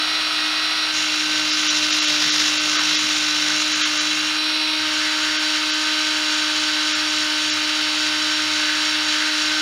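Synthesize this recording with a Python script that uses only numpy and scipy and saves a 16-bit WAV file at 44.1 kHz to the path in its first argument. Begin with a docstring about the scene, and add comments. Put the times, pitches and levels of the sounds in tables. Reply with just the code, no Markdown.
"""A small electric lathe whines close by, in mono, its motor turning six times for each spindle turn.
At first the balsa rod runs loose and chatters. From about 1 s a sanding block steadies it: the grit
hisses and rasps as the slightly eccentric rod pushes back once a turn, the paper catches now and then,
and the motor sags a little under the load. The block lifts, and from 4.8 s a soft abrasive pad is
rocked against the rod with a finer hiss and a hollow rub. Under both tools the treble dips briefly."""
import sys
import numpy as np
from scipy.fft import rfft, irfft, next_fast_len
from scipy.io import wavfile
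from scipy.ndimage import map_coordinates

SR = 44100
rng = np.random.default_rng(int(sys.argv[2]) if len(sys.argv) > 2 else 0)


def int16_out(signal):
    """Quantize to a 16-bit WAV file."""
    q = np.round(np.clip(np.atleast_2d(signal).T, -1, 1) * 32767)
    wavfile.write(sys.argv[1], SR, q.astype(np.int16))


N = 423801
GEARING = 6  # motor turns per spindle turn

# how hard the block is pressed on the rod: (time [s], relative hiss [dB], relative rasp [dB])
BLOCK_PRESS = [(0.94, -28.5, -31), (1.25, -36, -30.5), (1.6, -32, -29), (2.1, -31.9, -27),
               (2.8, -30.5, -27), (3.25, -30.5, -28), (3.8, -31, -30.5), (4.15, -31.5, -32),
               (4.36, -35.5, -39)]
# how hard the pad is pressed: (time [s], relative hiss [dB], relative rub [dB], relative thrum [dB])
PAD_PRESS = [(4.8, -41, -32, -52), (5.05, -36, -27.5, -56), (5.75, -37.3, -33.5, -73),
             (6.15, -35.3, -30.5, -60), (7, -35.3, -32, -56.5), (7.7, -36.5, -31.5, -55),
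             (8.3, -36, -32.5, -54.5), (8.85, -34.5, -27.5, -54.5), (9.61, -35.5, -29, -61)]
# hollow colour of a soft surface rubbing the rod: (frequency [Hz], relative level [dB])
RUB_SPECTRUM = [(200, -45), (1000, -25), (1480, 2), (1900, 0), (2600, -10.5), (6000, -52)]


def sanding_block(spindle):
    """Stiff sandpaper scratches hardest as the rod's high side comes round; the hand behind it trembles."""
    # colours of the hiss and the rasp: (frequency [Hz], relative level [dB])
    hiss_spectrum = [(50, -34), (200, -22.5), (700, -17), (1050, -10), (1400, 0), (1900, -8), (3200, -1.5),
                     (4300, -12.5), (5600, 5), (7100, 3.5), (7550, -21), (9100, -8), (10500, -47),
                     (15800, -35)]
    rasp_spectrum = [(40, -48), (200, -22.5), (1000, -11), (1450, -10.5), (1900, -0.5), (2600, -8.5),
                     (3600, 3.5), (4400, -1), (5700, 0.5), (7000, -16), (9000, -29), (12500, -28),
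                     (15800, -40)]
    # thrum of the held block: (multiple of the spindle speed, relative level [dB])
    partials = [(2, -4.5), (3, 1.5), (4, -4.5), (5, -34), (10, -21), (11, -4)]
    roll_start_s, roll_takes_s = 2.8, 0.96
    hiss_db, rasp_db = curves(BLOCK_PRESS)
    eased_db = rasp_db - rasp_db.max()
    pressure = amp(1.2 * tone(spindle) + .8 * tone(2 * spindle) + 1.5 * wobble(34.84))
    hiss_gain = amp(hiss_db + 1.6 + wobble(9))
    hiss = hiss_gain * coloured(grit(density=8000, spread_db=14) * pressure, hiss_spectrum)
    # the rasp swells faster than the rest once the grit bites
    bite_db = rasp_db + 0.9 * eased_db + 1.55 * wobble(24.74)
    rasp = amp(bite_db + 3.5) * coloured(grit(density=7000, spread_db=6) * pressure, rasp_spectrum)
    # a hollow rub fades in as the block rolls onto its soft edge
    rolled = np.clip((seconds() - roll_start_s) / roll_takes_s, 0, 1)
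    rub = rolled * amp(-34.5 + 2.8 * wobble(11)) * coloured(rng.standard_normal(N) * pressure, RUB_SPECTRUM)
    tremble = amp(1.8 * wobble(10))
    body = amp(-53.5 + 0.45 * eased_db) * tremble * thrum(spindle, partials, unsteady_db=1.5)
    return touching(BLOCK_PRESS, fade_s=.025) * (hiss + rasp + rub + body)


def soft_pad(spindle):
    """The pad wraps the rod: a finer hiss over a hollow rub and a thrum, all swelling with each stroke."""
    # colour of the fine grit: (frequency [Hz], relative level [dB])
    hiss_spectrum = [(100, -21), (900, -21), (2000, -16), (2600, 1), (3300, 6), (4300, 3), (5600, 3),
                     (7150, 2), (7700, -14), (9100, -9), (10500, -37), (12500, -32), (15800, -38)]
    # thrum of the held pad: (multiple of the spindle speed, relative level [dB])
    partials = [(2, -1.5), (3, -19), (4, -8)]
    hiss_db, rub_db, thrum_db = curves(PAD_PRESS)
    push = rocking(lead_s=0) + 0.66 * wobble(6.3)
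    pressure = amp(2 * tone(spindle) + .5 * tone(2 * spindle) + .5 * wobble(25))
    hiss_gain = amp(hiss_db + 6.5 + 1.4 * rocking(lead_s=.07) + .6 * wobble(9))
    hiss = hiss_gain * coloured(grit(density=14000, spread_db=6.5) * pressure, hiss_spectrum)
    rub = amp(rub_db - 2 + 1.74 * push) * coloured(rng.standard_normal(N) * pressure, RUB_SPECTRUM)
    tremble = amp(2.2 * wobble(12))
    body = amp(thrum_db - 1 + 1.9 * push) * tremble * thrum(spindle, partials, unsteady_db=1.2)
    return touching(PAD_PRESS, fade_s=0.028) * (hiss + rub + body)


def rocking(lead_s):
    """The hand rocks the pad to and fro: +1 comes lead_s ahead of each push."""
    stroke_hz, first_push_s = 3.6, 5.033
    return np.cos(2 * np.pi * stroke_hz * (seconds() - first_push_s + lead_s))


def paper_catches():
    """Brief stick-slip of the paper: each catch is a swell of narrow noise."""
    # squeaks and bumps: (time [s], pitch [Hz], half width [Hz], level [dB], half length [s])
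    catches = [(1.528, 5100, 600, -23.5, 0.025), (1.69, 5870, 160, -24.5, 0.017),
               (1.695, 3700, 1200, -24.5, 0.018), (2.08, 3600, 800, -23, .03), (2.11, 230, 150, -45, 0.022),
               (2.27, 260, 170, -42, 0.03), (2.424, 1470, 300, -30, 0.025), (2.44, 240, 220, -43, .025),
               (2.784, 360, 260, -43, 0.04), (2.789, 1480, 700, -27, 0.044), (3.05, 230, 130, -41, 0.025),
               (3.822, 1520, 400, -30, 0.056), (3.832, 3200, 900, -25, .035)]
    out = np.zeros(N)
    size = SR // 4
    t = (np.arange(size) - size // 2) / SR
    f = np.fft.rfftfreq(size, 1 / SR)
    for time, hz, half_width, db, half_length in catches:
        band = np.exp(-((f - hz) / half_width) ** 2)
        noise = unit(irfft(rfft(rng.standard_normal(size)) * band, size))
        out[round(time * SR) - size // 2:][:size] += amp(db) * noise * np.exp(-(t / half_length) ** 2)
    return out


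def motor_whine(spindle, speed):
    """Motor drone and overtones; each tool loads them differently, play in the drive blurs the highs."""
    # motor overtones: (multiple of the motor speed, free [dB], under the block [dB], under the pad [dB])
    overtones = [(2, -44.0, -45.9, -43.5), (3, -41.5, -47.0, -42.6), (4, -44.0, -42.8, -41.7),
                 (5, -41.6, -37.2, -34.6), (6, -49.3, -56.9, -50.7), (7, -40.0, -40.3, -41.1),
                 (8, -37.1, -39.8, -43.6), (9, -38.5, -33.9, -37.1), (10, -40.2, -35.9, -34.8),
                 (11, -35.0, -37.4, -37.0), (12, -34.8, -38.5, -38.0), (13, -30.2, -31.8, -34.0),
                 (14, -36.7, -42.7, -43.7), (15, -37.5, -37.9, -35.2), (16, -43.1, -54.1, -46.6),
                 (17, -43.5, -55.2, -46.9), (18, -35.4, -37.3, -36.4), (21, -50.0, -58.6, -47.8),
                 (30, -50.4, -54.3, -55.2), (31, -55.5, -57.7, -56.3)]
    # strong partials of the drive: (multiple of the spindle speed, relative level [dB])
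    drive_partials = [(5, -63.5), (11, -68), (16, -50.5), (21, -57), (28, -44.5), (29, -43.5), (43, -40.5),
                      (49, -43), (59, -39), (61, -59)]
    # mains hum: (frequency [Hz], level [dB])
    hum_partials = [(50, -68), (100, -64)]
    seat_start_s, seat_takes_s = 0.78, 0.5
    drone_db, loose_drop_db, swell_db, swell_hz = -32.9, 6, 3.6, 2.15
    singing_order, housing_hz, half_width_hz = 13, 4046, 6.7
    t = seconds()
    motor = GEARING * spindle + .002 * wobble(45) + .003 * tone(spindle)
    on_block, on_pad = touching(BLOCK_PRESS, fade_s=.1), touching(PAD_PRESS, fade_s=0.049)
    # until the first pressure seats the loose rod, the drone is weaker and swells slowly
    loose = np.clip(1 - (t - seat_start_s) / seat_takes_s, 0, 1)
    swell = np.cos(np.pi * swell_hz * t) ** 10 * (t < seat_start_s)
    out = amp(drone_db - loose_drop_db * loose + swell_db * swell + 0.42 * wobble(25)) * tone(motor)
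    # one overtone sings when the speed brings it onto a resonance of the housing
    singing_db = 1 / (1 + ((singing_order * speed - housing_hz) / half_width_hz) ** 2)
    for k, free_db, block_db, pad_db in overtones:
        blur = min(k / 10, 1)
        level = free_db + (block_db - free_db) * on_block + (pad_db - free_db) * on_pad
        level -= loose_drop_db * loose * (k < 4)  # a loose rod passes on less of the lowest overtones
        level += singing_db * (k == singing_order)
        waver = (.8 + 2.2 * on_block * (1 - blur)) * wobble(8)  # the stiff block shakes the low ones
        flutter = blur * 1.2 * wobble(40)
        out += amp(level + waver + flutter) * tone(k * motor + blur * .03 * wobble(50))
    drive = amp(-2) * thrum(spindle, drive_partials, unsteady_db=3)
    hum = sum(amp(db) * tone(hz * t) for hz, db in hum_partials)
    return out + drive + hum


def machine_rattle(spindle):
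    """Bearings and brushes: a roughness that partly repeats each turn, rushing and ringing in the housing."""
    # colours of the running rush and the motor's fine top buzz: (frequency [Hz], relative level [dB])
    rush_spectrum = [(30, -42), (120, -23.5), (400, -18), (850, -11.5), (1400, 0), (1800, -4.5), (2300, -3),
                     (2650, 1.5), (3230, -2), (4100, 0), (5500, -8), (6600, -19), (10000, -24.5),
                     (13000, -50)]
    buzz_spectrum = [(4500, -65), (5900, 11), (6800, -3.5), (8300, -5), (9900, -5), (12000, -14.5),
                     (15800, -30)]
    # resonances of the motor housing: (frequency [Hz], width [Hz], relative level [dB])
    housing_modes = [(3015, 100, 0), (3980, 96, 6), (4645, 120, -2), (5484, 89, 2), (9380, 140, -15.5),
                     (14050, 400, -41)]
    # the rattle is what differs between the six motor turns; what they share is heard as the whine
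    laps = rng.standard_normal(size=(GEARING, 144))
    repeating = surface(spindle + .0006 * wobble(30), (laps - laps.mean(axis=0)).ravel())
    # the drive throbs with the spindle, the motor and the slower lap of the belt
    throb = 1 + .06 * tone(spindle) + .04 * tone(GEARING * spindle) + .06 * tone(.311 * spindle)
    rush = coloured((rng.standard_normal(N) + .45 * repeating) * throb, rush_spectrum)
    brushes = np.sign(rng.standard_normal(size=144))
    buzz = coloured(surface(GEARING * spindle + 0.0059 * wobble(50), brushes), buzz_spectrum)
    ring = ringing(rng.standard_normal(N) * throb, housing_modes)
    return amp(-24.5) * rush + amp(-33.5) * ring + amp(-48.5) * buzz


def rod_chatter(spindle):
    """The loose rod buzzes and rattles once a turn until the block first steadies it."""
    # buzz of the rod on its centre: (multiple of the spindle speed, level [dB])
    partials = [(4, -63), (8, -57), (13, -49), (14, -51), (15, -50), (16, -51), (19, -49), (21, -45),
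                (25, -39.5), (37, -41), (38, -44)]
    # colour of its rattle: (frequency [Hz], relative level [dB])
    rattle_spectrum = [(50, -11), (400, -14), (600, -4), (1000, -9), (1350, 7), (1900, -3), (3000, -33)]
    loose = np.clip((BLOCK_PRESS[0][0] - seconds()) / 0.052, 0, 1)
    knocking = rng.standard_normal(N) * amp(2.5 * tone(spindle) + 1.6 * wobble(29.5))
    buzz = thrum(spindle + 0.0053 * wobble(39.9), partials, unsteady_db=2)
    return loose * (buzz + amp(-38.5) * coloured(knocking, rattle_spectrum))


def treble_dips(x):
    """The treble, and with it the bass and a band near 900 Hz, ducks briefly and comes back."""
    # the dips: (time [s], depth [dB])
    dips = [(1.52, 11.5), (1.69, 14), (1.923, 11), (2.01, 13), (2.065, 9), (2.31, 15), (2.587, 14),
            (2.78, 13), (2.97, 14), (3.74, 12), (3.837, 43), (3.993, 14), (5.38, 12), (5.723, 15),
            (6.94, 13), (7.517, 15)]
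    # bands that duck together: (low edge [Hz], high edge [Hz])
    bands = [(0, 200), (720, 1100), (7300, 20000)]
    half_length_s = 0.011
    depth_db = sum(db * np.exp(-((seconds() - time) / half_length_s) ** 2) for time, db in dips)
    in_bands = filtered(x, lambda hz: sum((hz > low) & (hz < high) for low, high in bands))
    return x - in_bands * (1 - amp(-depth_db))


def grit(density, spread_db):
    """Sparse scratches of uneven size, density a second."""
    hits = rng.random(N) < density / SR
    return unit(hits * np.sign(rng.standard_normal(N)) * amp(spread_db * rng.uniform(-0.82, 1, N)))


def thrum(spindle, partials, unsteady_db):
    """Wavering partials of a part that is shoved once on each turn of the spindle."""
    return sum(amp(db + unsteady_db * wobble(14)) * tone(k * spindle) for k, db in partials)


def surface(turns, track):
    """The roughness of a running surface, repeated on every turn."""
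    return unit(map_coordinates(track, [turns % 1 * len(track)], order=3, mode="grid-wrap"))


def touching(rows, fade_s):
    """1 while a tool is on the rod, 0 while it is lifted."""
    t = seconds()
    return np.clip(1 + np.minimum(t - rows[0][0], rows[-1][0] - t) / fade_s, 0, 1)


def tone(turns):
    """A sine of rms 1 that starts at a random phase."""
    return np.sqrt(2) * np.sin(2 * np.pi * (turns + rng.random()))


def wobble(rate):
    """A smooth random curve, rate knots a second."""
    knots = rng.standard_normal(int(N * rate / SR) + 4)
    coarse = np.arange(0, N, 32)
    return np.interp(np.arange(N), coarse, map_coordinates(knots, [coarse * rate / SR]))


def ringing(x, modes):
    """x through a bank of resonances, at rms 1."""
    def response(f):
        return sum(amp(db) * 1j * f * width / (hz * hz - f * f + 1j * f * width) for hz, width, db in modes)
    return unit(filtered(x, response))


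def coloured(x, spectrum):
    """x through an EQ curve, at rms 1."""
    f, db = np.transpose(spectrum)
    return unit(filtered(x, lambda hz: amp(np.interp(np.log(hz + 1), np.log(f), db))))


def filtered(x, response):
    """x with its spectrum multiplied by response(frequency)."""
    size = next_fast_len(N + SR // 2)
    return irfft(rfft(x, size) * response(np.fft.rfftfreq(size, 1 / SR)), size)[:N]


def curves(rows):
    """An envelope for each column after the time."""
    times, *columns = np.transpose(rows)
    return [np.interp(seconds(), times, column) for column in columns]


def seconds():
    """The time of each sample."""
    return np.arange(N) / SR


def amp(db):
    """Decibels to gain."""
    return 10 ** (np.asarray(db) / 20)


def unit(x):
    """Scale to rms 1."""
    return x / np.sqrt(np.mean(x ** 2) + 1e-20)


def scene():
    """The turning spindle sets the pulse for the lathe and both tools."""
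    # the motor's pace: (time [s], speed [turns/s])
    motor_speed = [(0.0, 306.7), (0.13, 310.9), (0.4, 308.4), (0.8, 311.1), (1.12, 307.1), (1.58, 307.4),
                   (1.71, 304.9), (2.01, 306.6), (2.09, 302.7), (3.05, 305.8), (3.4, 303.6), (3.69, 306.4),
                   (3.96, 304.3), (4.52, 309.6), (4.98, 307.4), (7.25, 306.0), (9.31, 306.1), (9.61, 307.3)]
    # the unsteady hand makes the speed waver while a tool is on the rod
    loaded = touching(BLOCK_PRESS, fade_s=.1) + touching(PAD_PRESS, fade_s=.1)
    speed = curves(motor_speed)[0] + .45 * loaded * wobble(8)
    spindle = np.cumsum(speed) / SR / GEARING  # angle in turns
    lathe = motor_whine(spindle, speed) + machine_rattle(spindle) + rod_chatter(spindle)
    sanding = sanding_block(spindle) + paper_catches() + soft_pad(spindle)
    mono = treble_dips(lathe + sanding)
    return np.array([mono, mono])


def record(dry):
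    """A brick-wall low-pass takes off the very top."""
    top_hz = 15800
    return np.array([filtered(channel, lambda hz: hz < top_hz) for channel in dry])


dry = scene()
out = record(dry)
int16_out(out)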